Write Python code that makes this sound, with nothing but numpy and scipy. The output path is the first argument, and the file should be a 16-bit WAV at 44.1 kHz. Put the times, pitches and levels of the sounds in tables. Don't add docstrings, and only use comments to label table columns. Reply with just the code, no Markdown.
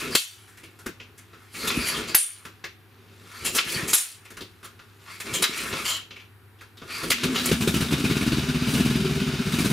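import sys
import numpy as np
from scipy import signal
from scipy.fft import rfft, irfft, next_fast_len
from scipy.io import wavfile
from scipy.ndimage import uniform_filter1d

SR = 44100
rng = np.random.default_rng(int(sys.argv[2]) if len(sys.argv) > 2 else 0)


def bounce(signal):
    frames = np.transpose(np.atleast_2d(signal))
    limited = np.clip(frames, -1, 1)
    pcm = np.round(limited * 32767).astype(np.int16)
    wavfile.write(sys.argv[1], SR, pcm)


N = 428652

# (time [s], blast [dB], suction delay [ms], suction [dB re blast], further delay [ms],
#  last suction [dB re blast])
FIRINGS = [(7.235, -11.5, 12, -7, 11.7, -3), (7.5172, -7.5, 11.7, -10, 11, -7),
           (7.61, -18.5, 12.2, 4, 9.8, -7), (7.6771, -8.5, 11.0, -18, 11, -7.5),
           (7.744, -13.5, 20.5, 0.5, 13, -9), (7.8085, -15, 13, 0.5, 8.2, -3),
           (7.912, -21.5, 13.4, 10.5, 13.7, 11), (7.981, -32, 18.5, 11, 12.5, 8),
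           (8.0435, -12.5, 12.4, 0.5, 8.7, -6), (8.101, -14.5, 12.4, 3.5, 8, -4),
           (8.158, -21, 11.5, 8.5, 10, -11), (8.213, -15, 12, 2.5, 10.3, -7),
           (8.2675, -14.5, 11.5, 2, 16, -13), (8.322, -14, 10.9, 3.5, 15, -12),
           (8.374, -15.2, 11.5, 4.5, 15, -11), (8.4274, -23, 11.6, 1, 14.1, -17),
           (8.489, -17, 10, 2, 14, -6), (8.5486, -17.5, 10.2, 3, 13, 1),
           (8.6152, -22.5, 9.4, 8.5, 9.7, -5.5), (8.675, -18.5, 12, 3, 7.7, -8),
           (8.7403, -14, 12.7, -4, 8.5, -2.5), (8.778, -23, 22, 10, 10.8, 11.5),
           (8.8524, -16, 11, 3.5, 15.5, -3), (8.9018, -16.5, 11.1, 0.5, 14.8, -9),
           (8.9486, -26, 10.2, 13, 14.6, 7.7), (9.0024, -20.5, 7.5, 4, 14.2, 3),
           (9.0488, -18.5, 10.2, 0.5, 13.2, -1.9), (9.1006, -18, 10.5, 1.5, 13.7, 1),
           (9.154, -20, 10.8, 2.5, 13.0, -3), (9.2044, -22.5, 12.8, 3, 4.5, 7),
           (9.269, -21, 10.7, 3.5, 13, -1), (9.33, -23, 11.2, 2.5, 13.5, -2),
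           (9.3899, -24, 12, 5.5, 4.3, 4), (9.4603, -25, 11.8, 4, 11.5, 2), (9.5232, -21, 17.5, 4, 18, -3),
           (9.589, -13.5, 17.7, 1, 19, -11.1), (9.6491, -14, 12.3, 2, 9.8, -4.5),
           (9.7031, -16, 10.7, -0.5, 12.0, -8.0)]
# (time [s], rasp [dB], treble [dB re rasp], pipe rumble [dB], valve clatter [dB])
RUNNING = [(7.5, -36.5, -0.5, -12, -20.5), (7.74, -35.5, 1.5, -9.5, -20), (7.95, -33, -4, -6.5, -21.5),
           (8.17, -32, -4, -10.5, -26.5), (8.62, -31.5, -8.5, -20, -32), (8.72, -30, 0.5, -5.5, -23.5),
           (8.94, -32.5, -5, -13.5, -29), (9.4, -31.5, -9, -14, -34), (9.55, -32, -1.5, -8.5, -20),
           (9.72, -35, 0.5, -8.5, -24.5)]
# (time [s], sizzle [dB], spring jingle [dB], first jingle pitch [Hz], arm ring [dB])
SLAMS = [(0.15, -23.5, -33, 12500, -39), (2.145, -22.5, -9, 11700, -41.5),
         (3.933, -21.5, -15, 11100, -40.5)]
# (frequency [Hz], density [dB])
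RASP = [(280, -32.5), (480, -10.5), (777, -10.5), (1350, -0.5), (1950, -5), (2500, 0.5), (3160, -4.5),
        (3780, -3), (7000, -13.5), (9100, -37.5), (15400, -120)]
TREBLE = [(3530, -10.5), (6000, -3.5), (7340, -4), (8000, -1), (11400, -4.5), (15000, -11), (16000, -0.5)]
AIR = [(18, -39.5), (30, -26.5), (54, -6.5), (81, -12), (141, -6), (312, -3), (369, -4.5), (425, -2),
       (602, -18.5), (650, -16.5), (840, -33), (1430, -120)]


def exhaust():
    # (time [s], level [dB], deep part [dB re level])
    chuffs = [(1.773, -14, -22), (3.423, -36, -33), (3.663, -20, -30.5), (3.76, -27, -38),
              (3.83, -26.5, -40), (5.327, -31.5, -35), (5.493, -13, -33), (5.729, -31, -40),
              (7.137, -16.5, -16)]
    pipe_modes = [(74.8, 6.1, 2.5), (148, 37, 1), (214.5, 43, 2)]  # (frequency [Hz], width [Hz], gain [dB])
    silencer_ring = [(7.2, 0), (7.7, -1), (8.4, -0.5), (8.9, 0), (9.2, 1.5), (9.33, 8.5), (9.5, 9.5),
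                     (9.56, -0.5), (9.72, -1)]
    s, blast_db, suck_ms, suck_db, last_ms, last_db = np.transpose(FIRINGS)
    chuff_s, chuff_db, deep_db = np.transpose(chuffs)
    impulses, thump = (puffs(s, blast_db, hz=256.5) + puffs(chuff_s + .004, chuff_db, hz=256.5)
                       - puffs(s + suck_ms / 1000, blast_db + suck_db, hz=226.4)
                       - puffs(s + (suck_ms + last_ms) / 1000, blast_db + last_db, hz=209))
    ring_db, = in_time(silencer_ring)
    silencer = from_db(ring_db) * resonate(thump, 248, 24.4)
    catch = [(chuff_s[-1] - .03, -70), (chuff_s[-1], -13)]
    rumble_db, = in_time(catch + [(row[0], row[3]) for row in RUNNING])
    surge = .3 + bursts(s, 0, .25, .006)
    flow = from_db(36) * butter(impulses, 4, 380) + from_db(rumble_db - 17) * surge * noise(AIR)
    pipe = sum(from_db(db) * resonate(flow, hz, width) for hz, width, db in pipe_modes)
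    heaves = np.zeros(N)
    heaves[np.round(chuff_s * SR).astype(int)] = from_db(chuff_db + deep_db)
    deep = from_db(54) * resonate_twice(heaves, 55, 30)
    return from_db(-1.5) * thump + silencer + pipe + deep + drone(surge)


def puffs(times_s, levels_db, hz):
    impulses, wavelets = out = np.zeros((2, N + SR))
    offsets = np.arange(-SR // 50, SR // 50 + 1)
    for s, db in zip(times_s, levels_db):
        centre = round(s * SR)
        cycles = hz * 2 ** (.07 * (db + 15)) * offsets / SR
        window = np.exp(-(cycles / .56) ** 2 / 2)
        impulses[centre] += from_db(db)
        wavelets[centre + offsets] += from_db(db) * window * np.cos(2 * np.pi * cycles)
    return out[:, :N]


def drone(surge):
    levels = [(7.1, -100, -90), (7.14, -29, -60), (7.24, -31.5, -58), (7.33, -30, -55), (7.389, -47, -55),
              (7.43, -32.5, -42), (7.5, -39, -41), (7.57, -30, -40), (7.64, -29, -36), (7.7, -43, -40.5),
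              (8.9, -37.5, -39.5), (9.05, -47, -32), (9.48, -45, -40.5), (9.6, -48, -39.5)]
    low_db, high_db = in_time(levels)
    low_hz = 240.8 + 12 * drift(8)
    low = np.sqrt(2) * np.sin(2 * np.pi * np.cumsum(low_hz) / SR)
    high = rms_one(resonate_twice(rng.standard_normal(N), 386.6, 36))
    return from_db(low_db + 1.5 * drift(25)) * low + from_db(high_db) * surge * high


def crankcase():
    # (time [s], rasp [dB], treble [dB re rasp], pumped air [dB re rasp])
    kicks = [
        [(0.0, -30.5, 1, -5), (0.1, -33, -8, 8), (0.15, -32, 2, 0), (0.21, -49, 2.5, -22),
         (0.46, -56.5, -0.5, 1), (1.12, -60, -10, 8)],
        [(1.5, -54.5, -1, -4), (1.59, -39.5, 6, 0), (1.65, -29, -3.5, 2), (1.73, -28.5, -6, -5),
         (1.77, -28, -5.5, 6), (1.88, -30.5, -0.5, -6), (2.0, -28.5, -5, 2), (2.13, -37.5, -21, -1),
         (2.34, -51.5, 2.5, -6), (2.78, -62, -28, 7.5)],
        [(3.26, -48.5, -4.5, 1), (3.34, -42, -2.5, -11.5), (3.47, -39, 1, 8), (3.535, -41.5, 7, 8),
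         (3.565, -23.5, 7.5, -2), (3.63, -31.5, -10.5, 2), (3.72, -29, 5, 2.5), (3.82, -29, -5, -1),
         (3.87, -36.5, -2.5, 10), (3.97, -34.5, 9.5, -10), (4.22, -57, -2.5, -0.5), (4.74, -58.5, -8.5, 4.5)],
        [(4.99, -55, -7, 1), (5.12, -40.5, -2.5, -9), (5.23, -50.5, 0, -1), (5.27, -31.5, -6, 0),
         (5.39, -39, 0, 7.5), (5.54, -30.5, -6, 4), (5.58, -28.5, -0.5, -1), (5.71, -33, -2.5, 1),
         (5.8, -28, -6.5, -5), (5.85, -37, 0.5, 2), (5.9, -28.5, 4.5, -21), (5.97, -37.5, -0.5, -12),
         (6.1, -61.5, -13.5, 10), (6.33, -66.5, -18, 10)],
        [(6.8, -61, -7, 7), (6.92, -35.5, -1, -11), (7.04, -32.5, -3, -1.5), (7.1, -37.5, 1, 10),
         (7.21, -29.5, -9.5, 1), (7.31, -30.5, -6, 5.5), (7.4, -32.5, -10.5, 0.5), (7.46, -30, 5, 3),
         (7.5, -26.5, -1, 6.5)],
    ]
    # (time [s], level [dB], treble offset [dB], thud offset [dB], case pitch [Hz])
    knocks = [(0.149, 2.5, -3.5, -14, 3630), (0.4758, -57, 1, -28, 1420), (0.571, -46.5, -2, -17, 2120),
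              (0.631, -40, -9, -8, 2520), (0.787, -46, 3, -7, 1380), (0.8594, -23.5, -6, -7, 1430),
              (0.997, -33, -46, -17, 2550), (1.1757, -49, 7.5, -26, 1940), (1.3295, -46, -34, -3, 1394),
              (1.672, -16, -2.5, -29, 3580), (1.701, -15, -30, -14, 2320), (2.1445, -6, -3, -22, 3440),
              (2.4495, -32, -9, -12.5, 1360), (2.6385, -19, -26, -16.5, 1790),
              (3.547, -21.5, 3.5, -35.5, 2780), (3.581, -4.5, -41, -22, 2690), (3.93, -7, -1, -19.5, 3420),
              (4.249, -42.5, -7, -22.5, 2370), (4.3016, -42, 1, -6, 1620), (4.3676, -31.5, -9, -14.5, 1420),
              (4.405, -30, -14, -7.5, 3750), (4.627, -39, -10, -18, 1340), (4.642, -39, 1, -17, 1300),
              (4.79, -43, -29, -15.5, 1390), (5.1994, -24.5, -1.5, -34.5, 1850),
              (5.4216, -10.5, 0.5, -24, 3600), (5.436, -7.5, -16, -19, 3740), (5.725, -21.5, -34, -11, 500),
              (6.105, -33, -40, -19, 2690), (6.158, -39.5, -21.5, -19, 2390),
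              (6.195, -44, -29.5, -20.5, 2590), (6.585, -55, -24, -20, 3000),
              (6.606, -38.5, -11, -17, 1417), (6.769, -43, -7.5, -15, 3400), (6.815, -39.5, -29, 2.5, 1340),
              (7.03, -23, -14, -5.5, 3370), (7.101, -7.5, 0, -22, 3460), (7.115, -7.5, -16, -26, 2550),
              (7.2352, -18, -9, -5, 3760), (7.454, -22.5, 4.5, -26, 2190)]
    slips = [(1.535, -27, -8.5, -19, 2290), (1.859, -21, -2.5, -29, 2560), (2.07, -24, -7, -19, 2460),
             (3.441, -16, -2.5, -36, 2580), (3.873, -24.5, 9, -28, 2300), (5.328, -17.5, -1.5, -22, 3120),
             (5.839, -18.5, -6.5, -34, 3000), (5.875, -31, -3, -35, 3100), (5.921, -30, -9, -38, 3100),
             (6.883, -31.5, -30, -21, 2600), (7.34, -13, -15, -21, 2960), (7.371, -20, -13, -26, 3840)]
    case_modes = [(1280, 1100, -5), (1563, 100, 2.5), (1830, 130, -5), (2355, 148, 3.5), (2500, 490, -9),
                  (2990, 170, 4), (3380, 290, -9.5), (3760, 260, 1), (4470, 820, 2), (4510, 140, 10.5),
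                  (5830, 350, -19.5)]
    rasp_db, treble_db, air_db = in_time([*sum(kicks, []), (kicks[-1][-1][0] + .096, -90, 0, 0)])
    s, peak_db, bright_db, thud_db, knock_hz = np.transpose(sorted(knocks + slips))
    slam_s, slam_db = np.transpose(SLAMS)[:2]
    slip = np.isin(s, np.transpose(slips)[0])
    t60_s = np.where(slip, .16, .033 - .0023 * peak_db)
    rise_s = np.where(slip, .016, .0031)

    metal = from_db(2.26 * drift(220)) * noise(RASP)
    teeth = from_db(rasp_db - 3.5) * metal
    blows = bursts(s, peak_db - 5, t60_s, rise_s) * metal
    teeth_hz = 2720 * 2 ** (.37 * treble_db)
    struck_hz = knock_hz[latest(s)]
    rings = 0
    for k, (hz, width, db) in enumerate(case_modes):
        drive = teeth * coupling(hz, teeth_hz, 12) + blows * coupling(hz, struck_hz, 17)
        rings += (-1) ** k * from_db(db + 1.5 * drift(8)) * resonate(drive, hz, max(width, 220.5))

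    sizzle = from_db(rasp_db + treble_db - 4) + bursts(s, peak_db + bright_db, .9 * t60_s, rise_s)
    sizzle += bursts(slam_s, slam_db, .33, .006)
    hiss = from_db(1.9 * drift(130)) * sizzle * noise(TREBLE)
    rub = bursts(s[slip], (peak_db + bright_db)[slip] + 14, t60_s[slip], rise_s[slip]) * noise(TREBLE)
    shrill = housing(hiss, rub)
    crack_db = peak_db + .41 * bright_db - 14.5
    crack = bursts(s + .0023, crack_db, 2 * t60_s, rise_s) * rng.standard_normal(N)
    frame_shudder = bursts(s + .003, .81 * peak_db - 23.5, 2.4 * t60_s, rise_s) * noise(RASP)
    singing = case_singing(rasp_db)
    body = hollow_knocks(s, .64 * peak_db - 21.5, 1.9 * t60_s, rise_s, knock_hz, width_ratio=.45)
    thuds = bursts(s, peak_db + thud_db - .5, 1.6 * t60_s, rise_s + .00088)
    air = (from_db(rasp_db + air_db - 9) + thuds) * noise(AIR)
    return (from_db(-4) * (teeth + blows) + from_db(6) * rings + from_db(-2.5) * hiss
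            + from_db(-1.5) * shrill + crack + frame_shudder + singing + body + air)


def housing(hiss, rub):
    modes = [(6680, 90, -3), (7210, 140, -3), (7600, 90, -2.5), (8840, 120, -5), (10200, 490, -4.5),
             (11500, 250, -6)]
    return sum(from_db(db + 5.9 * drift(9.8)) * resonate(hiss + coupling(hz, 7200, 30) * rub, hz, width)
               for hz, width, db in modes)


def case_singing(rasp_db):
    stretches = [(0, 0.07, -5.5, 2480), (0.107, 0.037, -3, 4760), (1.549, 0.092, -2, 4300),
                 (1.55, 0.085, -8, 2280), (1.572, 0.11, -10, 1300), (1.701, 0.16, -3.5, 2460),
                 (1.794, 0.13, -1.5, 4650), (1.938, 0.042, -2, 3260), (2.08, .06, -2.5, 4570),
                 (3.301, 0.15, -7, 1310), (3.33, 0.13, -7, 4460), (3.696, .1, -6.5, 2380),
                 (3.728, 0.096, -6, 1790), (3.879, 0.046, -2, 2270), (5.068, .12, -9, 4560),
                 (5.072, 0.11, -7, 2200), (5.26, .1, -5, 2300), (5.33, 0.044, 5.5, 3140),
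                 (5.337, 0.027, 5, 6650), (5.337, 0.027, 6, 7550), (5.338, 0.027, 2, 8740),
                 (5.42, .02, 11, 9500), (5.199, .025, 9, 2510), (5.85, 0.12, -5, 4160),
                 (1.67, 0.032, 2, 3800), (3.445, 0.052, 8, 7200), (7.382, 0.025, 2, 3900),
                 (5.499, 0.14, -10, 2320), (5.76, 0.079, -8, 2320), (5.769, .17, -8.5, 1270),
                 (5.839, 0.17, 1, 3070), (5.858, 0.1, -2, 7240), (5.86, 0.1, -5, 6800),
                 (6.874, 0.13, -4, 4570), (6.882, 0.1, -1.5, 2320), (6.878, 0.14, -12, 1280)]
    out = np.zeros(N + SR)
    for s, length_s, db, hz in stretches:
        start, size = round(s * SR), min(round(1.215 * length_s * SR), SR // 4)
        span = slice(start, start + size)
        envelope = np.hanning(size) ** .25 * from_db(rasp_db[span] + db - 2.5)
        out[span] += band_noise(envelope, hz, min(.16 * hz, 600))
    return out[:N]


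def valves():
    covers = [(630, 210, 2.5), (1460, 110, -4.5), (2920, 69, 1.5), (3770, 170, -4), (4840, 88, 1),
              (6240, 81, -6.5)]
    s, blast_db, suck_ms, suck_db = np.transpose(FIRINGS)[:4]
    silent_start = (RUNNING[0][0] - .03, -90, *RUNNING[0][2:])
    rasp_db, treble_db, _, clatter_db = in_time([silent_start, *RUNNING])
    tap_db = clatter_db[np.round(s * SR).astype(int)] + .64 * (blast_db - blast_db.mean())
    clatter = bursts(s - .005, tap_db - 7, .11, .004)
    clatter += bursts(s + suck_ms / 1000 - .004, tap_db + 1.2 * suck_db - 16, .11, .004)
    metal = from_db(1.2 * drift(150)) * (clatter + from_db(rasp_db - 5)) * noise(RASP)
    hiss = (from_db(.55 * treble_db - 3) * clatter + from_db(rasp_db + treble_db - 4.5)) * noise(TREBLE)
    rings = sum(from_db(db + 2 * drift(4.6)) * resonate(metal, hz, width) for hz, width, db in covers)
    return from_db(-1.3) * metal + from_db(-3.5) * rings + hiss


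def spring():
    modes = [(8700, -18.5, 0.19), (9430, -13, 0.18), (9400, -15, 0.31), (9760, 0, 0.23), (8700, -9, 0.32),
             (9300, -0.5, 0.41), (10000, -2.5, 0.097), (11740, -5, 0.11), (10950, -10.5, 0.27),
             (12500, 9.5, 0.11), (11240, 4, 0.19), (13800, -5.5, 0.24)]
    s, _, jingle_db, first_hz, _ = np.transpose(SLAMS)
    end_hz, fall_s = 9350, .034
    slam = latest(s)
    age_s = np.maximum(np.arange(N) / SR - s[slam], 0)
    coil_hz = end_hz + (first_hz[slam] - end_hz) * np.exp(-(age_s / fall_s) ** 6)
    ticks = (rng.random(N) < 1500 / SR) * from_db(1.5 * drift(120))
    rings = 0
    for hz, gain, ring_time in modes:
        mode = rms_one(resonate(ticks * rng.uniform(-.89, 1, N), hz, 36 / ring_time))
        rings += from_db(.1 * gain) * coupling(hz, coil_hz, 66) * mode
    shake = bursts(s, jingle_db, t60_s=.1, rise_s=.006)
    swing_back = bursts(s + .028, jingle_db - 14.5, t60_s=.35, rise_s=.0086)
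    return (shake + swing_back) * rings


def lever():
    modes = [(3060, 44, -1), (3540, 47, 0), (4410, 100, -4), (5800, 39, -3), (6630, 37, -4)]  # (frequency [Hz], nominal width [Hz], level [dB])
    s, *_, ring_db = np.transpose(SLAMS)
    rings = sum(from_db(db) * rms_one(resonate(rng.standard_normal(N), hz, 2.5 * width))
                for hz, width, db in modes)
    return bursts(s, ring_db, t60_s=.45, rise_s=.006) * rings


def valve_ticks():
    ticks = [(7.5153, -18, 2780), (7.6081, -25, 2970), (7.6734, -15.5, 3630), (7.7477, -19, 2800),
             (7.8096, -22, 4140), (7.8824, -22, 3550), (7.9273, -16, 3680), (8.0471, -14, 2450),
             (8.1019, -17, 2150), (8.1653, -25, 2440), (8.2112, -19, 2290), (8.2656, -21, 2990),
             (8.3249, -20, 4290), (8.3738, -23, 2480), (8.4317, -22, 2420), (8.498, -28, 2550),
             (8.6796, -22, 2850), (8.7475, -17.5, 2800), (8.7984, -19, 2640), (8.8522, -20, 2200),
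             (8.9011, -22, 3720), (8.949, -21, 2330), (9.0009, -21, 2990), (9.0563, -23, 3020),
             (9.2124, -20, 2990), (9.5292, -18, 3780), (9.5881, -18, 2420), (9.6464, -20, 3890),
             (9.7008, -19, 2170)]
    s, db, hz = np.transpose(ticks)
    return hollow_knocks(s, db - 9, t60_s=.072, rise_s=.0033, pitch_hz=hz, width_ratio=.14)


def garage(x, wet_db, side_db):
    decay = [(60, 0.25), (500, 0.098), (1400, 0.081), (3700, 0.38), (10000, 0.033), (16000, 0.065)]  # (frequency [Hz], T60 [s])
    stereo_width = [(60, -15), (110, -16), (200, -21), (380, -17), (700, -11), (1290, -7), (2380, -7),
                    (4400, -9), (8120, -14), (15000, -4)]
    age_s, size = np.arange(SR // 2) / SR, next_fast_len(N + SR // 2)
    echoes = 0
    for hz in 45 * 2 ** np.arange(9):
        edges_hz = [hz / np.sqrt(2), hz * np.sqrt(2)]
        tail = butter(rng.standard_normal((2, len(age_s))), 2, edges_hz, "band")
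        tail *= strike(age_s, 0, at_hz(decay, hz), rise_s=.0024)
        tail /= np.sqrt(np.sum(tail ** 2, axis=1, keepdims=True) * SR / hz)
        echoes += tail * from_db([[wet_db], [side_db + at_hz(stereo_width, hz)]])
    mid, side = irfft(rfft(x, size) * rfft(echoes, size), size)[:, :N]
    return mid + side * [[1], [-1]]


def background():
    tones = [(100, -56), (109, -74)]  # (frequency [Hz], rms level [dB])
    # (frequency [Hz], density [dB])
    floor_mid = [(15, -50.5), (25, -22), (43, -26), (72, -5), (102, 1.5), (180, -16), (394, -7.5),
                 (545, -38.5), (754, -15), (840, -17), (1440, -14), (1740, -15.5), (6050, -38),
                 (12200, -26), (16000, -34.5)]
    floor_side = [(15, -41.5), (25, -9), (145, 2.5), (463, -12), (624, -18.5), (1400, -9), (4870, -19),
                  (6380, -52), (10700, -23), (16000, -19.5)]
    t = np.arange(N) / SR
    hum = 0
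    for hz, db in tones:
        amplitude = np.sqrt(2) * from_db(db + 1.076 * drift(3.7))
        hum += amplitude * np.sin(2 * np.pi * hz * t + .34 * drift(.46))
    return hum + from_db(-57.5) * (noise(floor_mid) + from_db(-6) * noise(floor_side) * [[1], [-1]])


def from_db(db):
    return 10 ** (np.asarray(db) / 20)


def rms_one(x):
    return x / np.sqrt(np.mean(x ** 2) + 1e-20)


def in_time(rows):
    s, *columns = np.transpose(rows)
    return [np.interp(np.arange(N) / SR, s, c) for c in columns]


def latest(times_s):
    return np.maximum(np.searchsorted(times_s, np.arange(N) / SR) - 1, 0)


def at_hz(points, hz):
    points_hz, values = np.transpose(points)
    return np.interp(np.log(hz + 1), np.log(points_hz), values)


def noise(spectrum):
    white = rfft(rng.standard_normal(N))
    gain = from_db(at_hz(spectrum, np.linspace(0, SR / 2, len(white))))
    return rms_one(irfft(white * gain, N))


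def drift(rate_hz):
    r = np.exp(-80 * np.pi * rate_hz / SR)
    slow = signal.lfilter([1], [1, -2 * r, r * r], rng.standard_normal(N // 40 + 2002))[2000:]
    return np.interp(np.arange(N) / 40, np.arange(len(slow)), rms_one(slow))


def butter(x, order, hz, kind="low"):
    return signal.sosfilt(signal.butter(order, hz, kind, fs=SR, output="sos"), x + 1e-18)


def resonate(x, hz, width_hz):
    r = np.exp(-np.pi * width_hz / SR)
    feedback = [1, -2 * r * np.cos(2 * np.pi * hz / SR), r * r]
    return signal.lfilter([(1 - r * r) / 2, 0, (r * r - 1) / 2], feedback, x + 1e-18)


def resonate_twice(x, hz, width_hz):
    return resonate(resonate(x, hz, width_hz), hz, width_hz)


def coupling(hz, contact_hz, db_per_octave):
    return from_db(-db_per_octave * np.abs(np.log2(hz / contact_hz)))


def strike(age_s, db, t60_s, rise_s):
    return from_db(db - 60 * age_s / t60_s) * (1 - np.exp(-(age_s / rise_s) ** 2))


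def bursts(times_s, levels_db, t60_s, rise_s):
    out = np.zeros(N)
    for s, db, t60, rise in np.broadcast(times_s, levels_db, t60_s, rise_s):
        start = round(s * SR)
        age_s = np.arange(min(round(t60 * SR) + 2, N - start)) / SR
        out[start:start + len(age_s)] += strike(age_s, db, t60, rise + 1e-4)
    return out


def band_noise(envelope, hz, width_hz):
    band = rms_one(resonate_twice(rng.standard_normal(SR // 4 + 500), hz, width_hz))
    return envelope * band[500:500 + len(envelope)]


def hollow_knocks(times_s, levels_db, t60_s, rise_s, pitch_hz, width_ratio):
    out, age_s = np.zeros(N + SR), np.arange(SR // 4) / SR
    for s, db, t60, rise, hz in np.broadcast(times_s, levels_db, t60_s, rise_s, pitch_hz):
        start = round(s * SR)
        out[start:start + len(age_s)] += band_noise(strike(age_s, db, t60, rise), hz, width_ratio * hz)
    return out[:N]


def scene():
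    pipe = exhaust()
    metal = crankcase() + valves() + spring() + lever() + valve_ticks()
    room = garage(metal + from_db(-14) * pipe, wet_db=-5, side_db=1)
    bass_side = from_db(-13) * signal.lfilter([.007], [1, -.993], pipe) * [[1], [-1]]
    return (pipe + bass_side + metal + room + background()) * from_db([[.4], [-.4]])


def record(dry):
    threshold_db, max_cut_db, release_db_per_s, stopband_hz = -22.3, 26, 130, 16150
    clack = butter(np.mean(dry, axis=0), 4, 6000, "high")
    power = uniform_filter1d(clack ** 2, size=SR // 50, origin=SR // 100 - 1)
    cut_db = np.clip(14 * (10 * np.log10(power + 1e-12) - threshold_db), 0, max_cut_db)
    ramp_db = release_db_per_s * np.arange(N) / SR
    held_db = np.maximum.accumulate(cut_db + ramp_db) - ramp_db
    gain = from_db(-uniform_filter1d(held_db, size=SR // 100, origin=SR // 200 - 1))
    bass = butter(dry, 2, 1900)
    clipped = np.clip(dry + (gain - 1) * bass, -.88, .88)
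    return signal.sosfilt(signal.cheby2(14, 60, stopband_hz, fs=SR, output="sos"), clipped)


dry = scene()
out = record(dry)
bounce(out)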